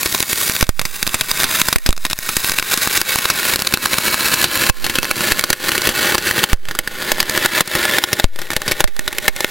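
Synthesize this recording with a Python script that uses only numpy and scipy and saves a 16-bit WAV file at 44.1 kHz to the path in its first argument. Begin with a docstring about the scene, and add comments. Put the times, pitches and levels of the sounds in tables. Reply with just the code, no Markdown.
"""On a concrete block, close to a small stereo camera microphone, a safety fuse burns along.
Its jet of gas hisses and fizzes, powder grains burst in sharp pops, and splinters crackle after them.
A few blasts of gas shove the microphone's diaphragms, the thin skins that pick up sound, far off centre.
The block's hollows colour the sound. A fast automatic volume control turns the hiss down after loud
pops and lets it swell back; the very start of a loud pop overloads and is clipped flat."""
import sys
import numpy as np
from scipy import signal
from scipy.fft import rfft, irfft
from scipy.io import wavfile
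from scipy.ndimage import uniform_filter1d, minimum_filter1d

SR = 44100
rng = np.random.default_rng(int(sys.argv[2]) if len(sys.argv) > 2 else 0)


def digitize_waveform(pressure):
    """Quantize a signal to 16-bit integers and store it at the path in sys.argv[1].

    Rows of a 2-D input are taken as channels; values are limited to [-1, 1].
    """
    field = np.atleast_2d(pressure).T
    bounded = np.clip(field, -1, 1)
    quanta = np.round(bounded * 32767).astype(np.int16)
    wavfile.write(sys.argv[1], SR, quanta)


N = 418950
TIME = np.arange(N) / SR
TOP_HZ = 16100  # upper limit of the treble


# The tone of the hiss, from low to high: f/Hz, level/dB
JET_TONE = [(24, -38), (40, -13.5), (209, -1.5), (283, -7.5), (372, -7), (615, -3), (733, -13.5),
            (810, -6.5), (1240, -4), (1720, 0), (3220, -6), (4030, -7), (6020, -10.5), (11300, -11),
            (16000, -12)]
def jet(db=4.0, fizz_db=-9, flutter_db=1.17, sputter_db=2.43, wall_s=0.00275, wall_share=0.28):
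    """Swirling gas and fizzing grains hiss; echoes off the block and the wall shift as the tip moves."""
    level_db, treble_db, bass_db = flame()
    gas = unit(rng.standard_normal((2, N)) + undb(fizz_db) * fizz(per_second=900, spread_db=0.5))
    gas = gas * undb(flutter_db * wander(55) + sputter_db * wander(420))
    gas = echo(gas, delay_s=0.00028, share=0.093)  # off the concrete right under the tip
    gas = rim_echo(gas)
    gas = echo(gas, wall_s * (1 + 0.057 * wander(1.4)), wall_share)
    sound = block_hollows(gas, JET_TONE)
    # bright while it blows along the block, fuller once it turns toward the microphone
    treble = band_both_ways(sound, 4500, "high")
    bass = band_both_ways(sound, 700, "low")
    sound = sound + (undb(treble_db) - 1) * treble + (undb(bass_db) - 1) * bass
    power = uniform_filter1d(np.mean(sound ** 2, axis=0), SR // 2)
    return sound / np.sqrt(power) * undb(level_db + db)


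# How hard the fuse burns: t/s, relative level/dB
BURN_STRENGTH = [(0, -24.5), (0.35, -19.5), (0.55, -22.5), (0.8, -13.5), (1.2, -16.5), (2.3, -12.5),
                 (2.75, -10), (3.3, -9), (3.65, -24.5), (4.0, -13.5), (5.25, -19), (5.8, -14.5),
                 (6.3, -17.5), (7.0, -20), (7.7, -7.5), (8.1, -18), (9.2, -17.5), (9.5, -7.5)]
# How bright the hiss is: t/s, treble boost/dB
JET_TREBLE = [(0, 8.5), (0.45, 9), (1.4, 3.5), (2.1, 7), (2.9, 3), (3.8, 2.5), (5.7, 0.5), (7.5, -2),
              (9.5, 1.5)]
def flame(left_bass_db=-2, turn_db=1.5, thinning=0.49):
    """The jet's level, treble and bass in dB: fuller as it turns, thinner when it burns harder."""
    level_db, = curves(BURN_STRENGTH)
    treble_db, = curves(JET_TREBLE)
    bass_db = left_bass_db + turn_db * tip_place(TIME) - thinning * (level_db - level_db.mean())
    return level_db, treble_db, bass_db


def fizz(per_second, spread_db):
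    """Tiny grains flash off as ticks at random moments, a few stronger than the rest."""
    strength = undb(spread_db * np.minimum(rng.exponential(size=N), 5))
    ticks = strength * (rng.random(N) < per_second / SR)
    return unit(ticks * rng.choice([-1, 1], (2, N)))


# The tone of a pop, from low to high: f/Hz, level/dB
POP_TONE = [(40, 1), (150, 0), (400, -2.5), (800, -6), (1500, -3.5), (2500, -2), (4000, -3.5), (6500, -4),
            (9000, -5.5), (11500, -4.5), (16000, -12.5)]
def pops(db=2.0, shock_db=-3, grit_db=3.0, crack=0.9, crack_s=0.00019, dull_s=0.023, ring=0.8, size=8192):
    """Each bursting grain sends out a shock wave and a gritty puff of gas that rings briefly."""
    out, t = np.zeros((2, N + size)), np.arange(size) / SR
    for at, level_db, fade_s, ring_hz in grains():
        length, first_echo, second_echo, strength = rng.random(4)
        fade = undb(-60 * t / fade_s)
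        burst = rng.standard_normal((2, size)) * undb(grit_db * rng.standard_normal(size))
        # the start cracks hard and bright, the tail loses its treble
        dull = band(burst, 4500, "low")
        burst = dull + (burst - dull) * np.exp(-t / dull_s)
        burst *= fade * (1 + crack * np.exp(-t / crack_s))
        burst /= np.linalg.norm(burst[0])
        echoes_s = [0.00046 + 0.00074 * first_echo, 0.00133 + 0.00079 * second_echo]
        shock = shock_wave(t, 0.0005 * (0.5 + length), echoes_s)
        burst[0] += undb(shock_db) * (0.5 + strength) * shock / 2
        burst += ring * signal.lfilter(*signal.iirpeak(ring_hz, Q=4, fs=SR), burst)
        burst *= np.linalg.norm(fade) / np.linalg.norm(burst[0])
        start = int(at * SR)
        out[:, start:start + size] += burst * undb(level_db + db)
    sound = block_hollows(rim_echo(out[:, :N]), POP_TONE)
    # grains burst to either side of the tip, so their treble leans left or right
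    sideways = undb(-18) * wander(25) * np.array([[1], [-1]])
    return sound + band(sound, 1800, "high") * sideways


def shock_wave(t, length_s, echoes_s, bounce=0.59):
    """A jump in air pressure, shaped like the letter N, which the concrete throws back."""
    shock = np.zeros(len(t))
    for k, delay in enumerate([0, *echoes_s]):
        age = (t - delay) / length_s
        shock += bounce ** k * (1 - 2 * age) * ((age >= 0) & (age < 1))
    return shock / np.linalg.norm(shock)


# The big powder grains bursting: t/s, relative level/dB, time to fade by 60 dB/s
BIG_GRAINS = [(.059, -8.5, 0.052), (.147, -10.5, 0.064), (0.204, -0.5, 0.011), (0.227, 1, 0.011),
              (.497, -4, 0.009), (0.565, -4, 0.0084), (0.61, -3.5, 0.011), (.6395, 5, 0.051),
              (.668, 1, .02), (.794, 16, 0.033), (.815, 13.5, 0.028), (.853, 9, .045), (1.028, 8, 0.025),
              (1.067, 1.5, 0.056), (1.076, 11, 0.0069), (1.092, 0.5, 0.023), (1.1433, 4, .08),
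              (1.2101, 5, 0.038), (1.314, 1.5, 0.015), (1.401, -7.5, .018), (1.4333, 4, .011),
              (1.441, -1, .12), (1.6154, 6, 0.019), (1.685, 2, .043), (1.7276, 7, 0.061), (1.784, 15, .015),
              (1.862, 13, .07), (1.9069, 21.5, 0.0045), (1.928, 16.5, 0.022), (1.965, 7, .02),
              (1.978, 13, .014), (2.051, 11, .066), (2.0654, 11, 0.012), (2.1, 5, .038),
              (2.1108, 4.5, 0.056), (2.1311, 17, 0.012), (2.189, 13.5, 0.0046), (2.29, 2.5, 0.042),
              (2.367, 8, 0.029), (2.445, 0.5, 0.015), (2.4963, 6, .008), (2.5192, 10.5, 0.0075),
              (2.586, 8, 0.02), (2.597, 11, 0.022), (2.626, 9.5, 0.013), (2.7398, 6.5, .022),
              (2.775, 5.5, 0.022), (2.874, 10.5, 0.0045), (2.975, 4, 0.044), (3.015, 13, 0.016),
              (3.158, 8.5, 0.0065), (3.187, 3.5, 0.032), (3.255, 4, 0.019), (3.301, 5.5, 0.15),
              (3.537, -6.5, 0.02), (3.559, -.5, 0.019), (3.592, -5.5, 0.017), (3.621, -2.5, 0.011),
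              (3.673, -.5, 0.015), (3.7384, 4, 0.07), (3.773, 7, 0.0056), (3.858, 1, 0.021),
              (3.941, -1.5, 0.024), (3.984, 2.5, 0.018), (4.082, -1.5, 0.01), (4.143, 6, 0.009),
              (4.34, -3.5, 0.039), (4.442, 1, 0.15), (4.843, -4, 0.13), (4.865, -1.5, .07),
              (4.897, -1.5, 0.075), (4.955, -5, .12), (4.986, 7, 0.028), (5.03, 4.5, .017),
              (5.045, 4, 0.0071), (5.053, -1, .02), (5.112, 5, 0.013), (5.32, 0, .05), (5.394, 5.5, 0.013),
              (5.411, 3.5, .008), (5.439, 5.5, 0.035), (5.529, 12.5, 0.043), (5.691, -5, .044),
              (5.718, -4.5, 0.065), (5.779, -1.5, 0.035), (5.82, -4, 0.018), (5.872, -3.5, 0.076),
              (5.89, 0, 0.11), (6.1473, -3, .02), (6.153, 4, 0.013), (6.181, 1.5, 0.044),
              (6.311, -4.5, 0.03), (6.391, -9.5, 0.04), (6.4387, 6.5, .04), (6.654, 0.5, 0.014),
              (6.686, -1, 0.075), (6.711, 2, 0.051), (6.751, .5, 0.05), (6.789, 13, 0.038),
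              (6.8754, 1.5, 0.029), (7.2026, 4.5, 0.13), (7.228, 8.5, 0.015), (7.296, 1.5, 0.025),
              (7.376, 3.5, 0.016), (7.459, 8.5, 0.032), (7.607, 18, 0.064), (7.676, 7, .027),
              (7.752, 1, 0.15), (7.853, 0.5, 0.02), (7.9839, 2, 0.044), (8.0386, 7.5, 0.032),
              (8.13, 3.5, 0.049), (8.198, 3.5, 0.044), (8.36, 2, .025), (8.389, -1, 0.099),
              (8.417, 2.5, 0.04), (8.504, 5, 0.031), (8.515, -1, 0.095), (8.533, 4.5, 0.029),
              (8.6184, 10.5, 0.006), (8.679, -2, 0.13), (8.7127, -2, 0.089), (8.718, 4.5, 0.064),
              (8.805, 9, 0.055), (8.876, 5, 0.083), (8.9654, 3.5, 0.021), (8.993, 13.5, 0.011),
              (9.078, 7.5, 0.05), (9.128, 1, .022), (9.184, 6.5, 0.02), (9.28, 20.5, 0.053),
              (9.363, 7, 0.026), (9.406, 9.5, 0.031), (9.445, 16, 0.017)]
def grains(count=110, small_per_s=8, small_fade_s=0.0048, left_hz=4380, right_hz=2230, octaves=0.72):
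    """List every burst as t/s, level/dB, fade/s, f/Hz: grains snap, blasts of gas thump."""
    small_times = np.cumsum(rng.exponential(size=count)) / small_per_s
    small_db = rng.normal(-4.5, 2.5, count)
    small = [(at, db, small_fade_s) for at, db in zip(small_times, small_db)]
    times, level_db, fade_s = np.transpose(BIG_GRAINS + small)
    # snaps tend to ring high in the block's left hole and lower in the right one
    hz = left_hz * (right_hz / left_hz) ** (tip_place(times) / 2)
    hz *= 2 ** (octaves * rng.standard_normal(len(times)))
    snaps = np.transpose([times, level_db, fade_s, np.minimum(hz, TOP_HZ)])[times < TIME[-1]]
    thumps = [(at - 0.0005, db, 0.035, 600) for at, _, _, db in GAS_BLASTS]  # just before each push
    return thumps + list(snaps)


# Gas hitting the microphone: t/s, left push/full scale, right push/full scale, relative thump level/dB
GAS_BLASTS = [(0.6275, -2, -14.5, 13), (0.692, -9, -37.5, 14), (1.76, -15.5, 20, 17.5),
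              (1.891, -38, -56, 17.5), (4.698, -2.5, 15.5, 13.5), (5.503, 0.2, 1.5, 8.5),
              (6.532, 28, 46.5, 19.5), (7.1183, -0.3, 0, 5), (8.243, -54, -26.5, 16.5),
              (8.5653, -0.5, -1.2, 11.5), (8.8421, -16, 55, 17.5)]
def blasts(leak_s=0.034, settle_s=0.16, creep_s=0.53, creep_share=0.1, puff_db=-36):
    """A sudden push of air leaks away behind the diaphragm, swings past zero and slowly creeps back."""
    push = np.zeros((2, N))
    for at, level_db, _ in BIG_GRAINS:  # each big grain adds a small puff
        puff = rng.choice([-1, 1]) + 0.5 * rng.standard_normal(2)
        push[:, int(at * SR)] = undb(level_db + puff_db) * puff
    for at, left, right, _ in GAS_BLASTS:
        push[:, int(at * SR)] = left, right
    rebound = (1 - creep_share) * smooth(push, settle_s) + creep_share * smooth(push, creep_s)
    return (smooth(push, leak_s) - rebound) * leak_s * SR


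def splinters(db=-13, per_second=55, spread_db=4, cluster_s=0.03, tick_s=0.0007):
    """Splinters crack one by one, in a short flurry after each big grain."""
    bursts = np.zeros(N)
    bursts[(np.array(BIG_GRAINS)[:, 0] * SR).astype(int)] = 1
    activity = smooth(bursts, cluster_s)
    cracks = rng.random(N) < per_second / SR * activity / activity.mean()
    strength = undb(spread_db * np.clip(rng.standard_normal(N), -2, 2))
    ticks = smooth(cracks * strength, tick_s) * tick_s * SR
    return undb(db) * block_hollows(ticks * rng.standard_normal((2, N)), JET_TONE)


# How the block rings at its left hole, middle divider and right hole: f/Hz, width/Hz, boost/dB
LEFT_HOLE = [(503, 150, -2), (640, 24, 7), (1040, 87, 2), (1560, 83, 5), (1860, 37, 9), (2160, 82, 3.5),
             (3040, 250, -3.5), (3780, 230, 4.5), (4930, 90, 6)]
DIVIDER = [(211, 35, 3), (354.5, 79, 7.5), (520, 28, 9.5), (825, 73, 5.5), (1062, 37, 7), (1458, 56, 6.5),
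           (1697, 85, 4.5), (2240, 63, 9), (2622, 38, 8), (4010, 280, 5.5), (4670, 630, 4.5),
           (11600, 510, 3)]
RIGHT_HOLE = [(362, 114, 9), (509, 23, 6), (614, 106, 12), (691, 100, -12), (807, 210, 10.5),
              (1300, 73, -1.5), (1450, 52, 6), (1810, 170, 9.5), (2116, 100, 8), (3620, 860, 5),
              (4700, 340, 0.5), (11100, 880, -0.5)]
# Stereo width, as side (how left and right differ) against mid (what they share): f/Hz, level/dB
STEREO_WIDTH = [(100, -19.5), (500, -18.5), (1200, -48), (2500, -65), (5000, -29), (9000, -9),
                (16000, -9.5)]
def block_hollows(mid_side, tone):
    """The hollows nearest the tip colour the sound. Takes mid and side, gives left and right."""
    place, out = tip_place(TIME), 0
    for k, resonances in enumerate([LEFT_HOLE, DIVIDER, RIGHT_HOLE]):
        ring = tone_filter(tone, resonances)
        ring /= np.linalg.norm(ring)
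        nearness = np.maximum(1 - np.abs(place - k), 0)
        out = out + nearness * signal.oaconvolve(mid_side, ring[None], axes=1)[:, :N]
    mid, side = out[0], signal.oaconvolve(out[1], tone_filter(STEREO_WIDTH))[:N]
    return np.array([mid + side, mid - side])


# The path of the burning tip: t/s, place (0 left hole, 1 divider, 2 right hole)
TIP_PATH = [(0, 0.31), (2.0, 0.14), (3.0, 0.5), (6.2, 1.41), (7.0, 1.4), (9.5, 1.78)]
def tip_place(times):
    """Where the tip is as it creeps across the block."""
    return np.interp(times, *np.transpose(TIP_PATH))


# The echo off the rim of the hole: t/s, delay/s, share thrown back
RIM_BOUNCE = [(0, 0.00089, 0.12), (1.0, .00081, 0.24), (1.45, 0.00081, 0.21), (2.1, 0.00077, 0.19),
              (3.1, 0.000782, 0.12), (3.6, 0.00074, 0.12), (4.4, 0.00072, .2), (5.25, 0.000668, 0.17),
              (6.3, 0.00066, 0.21), (8.3, 0.00054, 0.096), (9.5, .00052, 0.068)]
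def rim_echo(pair):
    """The rim's echo ripples the treble; its path shortens as the tip creeps on."""
    return echo(pair, *curves(RIM_BOUNCE))


def echo(pair, delay_s, share):
    """The sound plus one weaker, later copy; the delay may change over time."""
    return pair + share * np.array([np.interp(TIME - delay_s, TIME, x) for x in pair])


def tone_filter(tone, resonances=(), size=4096):
    """What one click becomes when given this tone and these ringing pitches."""
    f = np.arange(size // 2 + 1) * SR / size
    hz, db = np.transpose(tone)
    db = np.interp(np.log(f + 1), np.log(hz), db)
    for centre, width, boost in resonances:
        db = db + boost / (1 + (2 * (f - centre) / width) ** 2)
    # fold the second half onto the first, so nothing rings before the click
    folded = irfft(np.log(undb(db)))
    folded[1:size // 2] *= 2
    folded[size // 2 + 1:] = 0
    return irfft(np.exp(rfft(folded)))


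def wander(per_second):
    """A smooth random wobble, about 1 in size."""
    hold = max(int(SR / per_second), 1)
    steps = np.repeat(rng.standard_normal(N)[:N // hold + 1], hold)
    return unit(uniform_filter1d(uniform_filter1d(steps, hold), hold)[:N])


def curves(table):
    """Join a table's points in time with straight lines, one curve per column."""
    times, *columns = np.transpose(table)
    return [np.interp(TIME, times, column) for column in columns]


def band(x, hz, kind):
    """Keep the "low" or the "high" side of a frequency."""
    return signal.sosfilt(signal.butter(2, hz, kind, fs=SR, output="sos"), x)


def band_both_ways(pair, hz, kind):
    """Filter forwards, then backwards, so nothing is delayed."""
    return band(band(pair, hz, kind)[:, ::-1], hz, kind)[:, ::-1]


def smooth(x, seconds):
    """Follow a signal sluggishly, so a spike becomes a fading tail."""
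    keep = np.exp(-1 / (seconds * SR))
    return signal.lfilter([1 - keep], [1, -keep], x)


def undb(db):
    """Turn decibels into a multiplier."""
    return 10 ** (np.asarray(db) / 20)


def unit(x):
    """Scale to an average power of 1."""
    return x / np.sqrt(np.mean(x ** 2))


def scene(lean=0.064, lean_hz=6000):
    """Jet, pops, splinters and blasts together; the treble leans a little to the right."""
    sound = jet() + pops() + splinters()
    treble = sound - band_both_ways(sound, lean_hz, "low")
    return sound + np.array([[-lean], [lean]]) * treble + blasts()


def auto_volume(x, limit_db=-13, max_cut_db=33, rise_db_per_s=150, hold_s=0.013, drop_s=0.0033):
    """When the sound gets loud, the volume drops fast, waits a moment, then climbs steadily back."""
    power = smooth(np.mean(x ** 2, axis=0), seconds=0.0036)
    over_db = np.maximum(10 * np.log10(power + 1e-12) - limit_db, 0)
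    half = int(hold_s * SR / 2)
    held_db = -minimum_filter1d(-over_db, 2 * half + 1, origin=half)
    ramp = rise_db_per_s * TIME
    cut_db = np.minimum(np.maximum.accumulate(held_db + ramp) - ramp, max_cut_db)
    return x * undb(-smooth(cut_db, drop_s))


def record(dry, ceiling=0.85, recentre_s=0.064):
    """The camera turns loud sound down, clips the peaks, drains slow drift and cuts the top treble."""
    x = np.clip(auto_volume(dry), -ceiling, ceiling)
    x = x - smooth(x, recentre_s)  # a capacitor lets the wave slide back to centre
    return signal.sosfilt(signal.ellip(10, 0.2, 70, TOP_HZ, fs=SR, output="sos"), x)


dry = scene()
out = record(dry)
digitize_waveform(out)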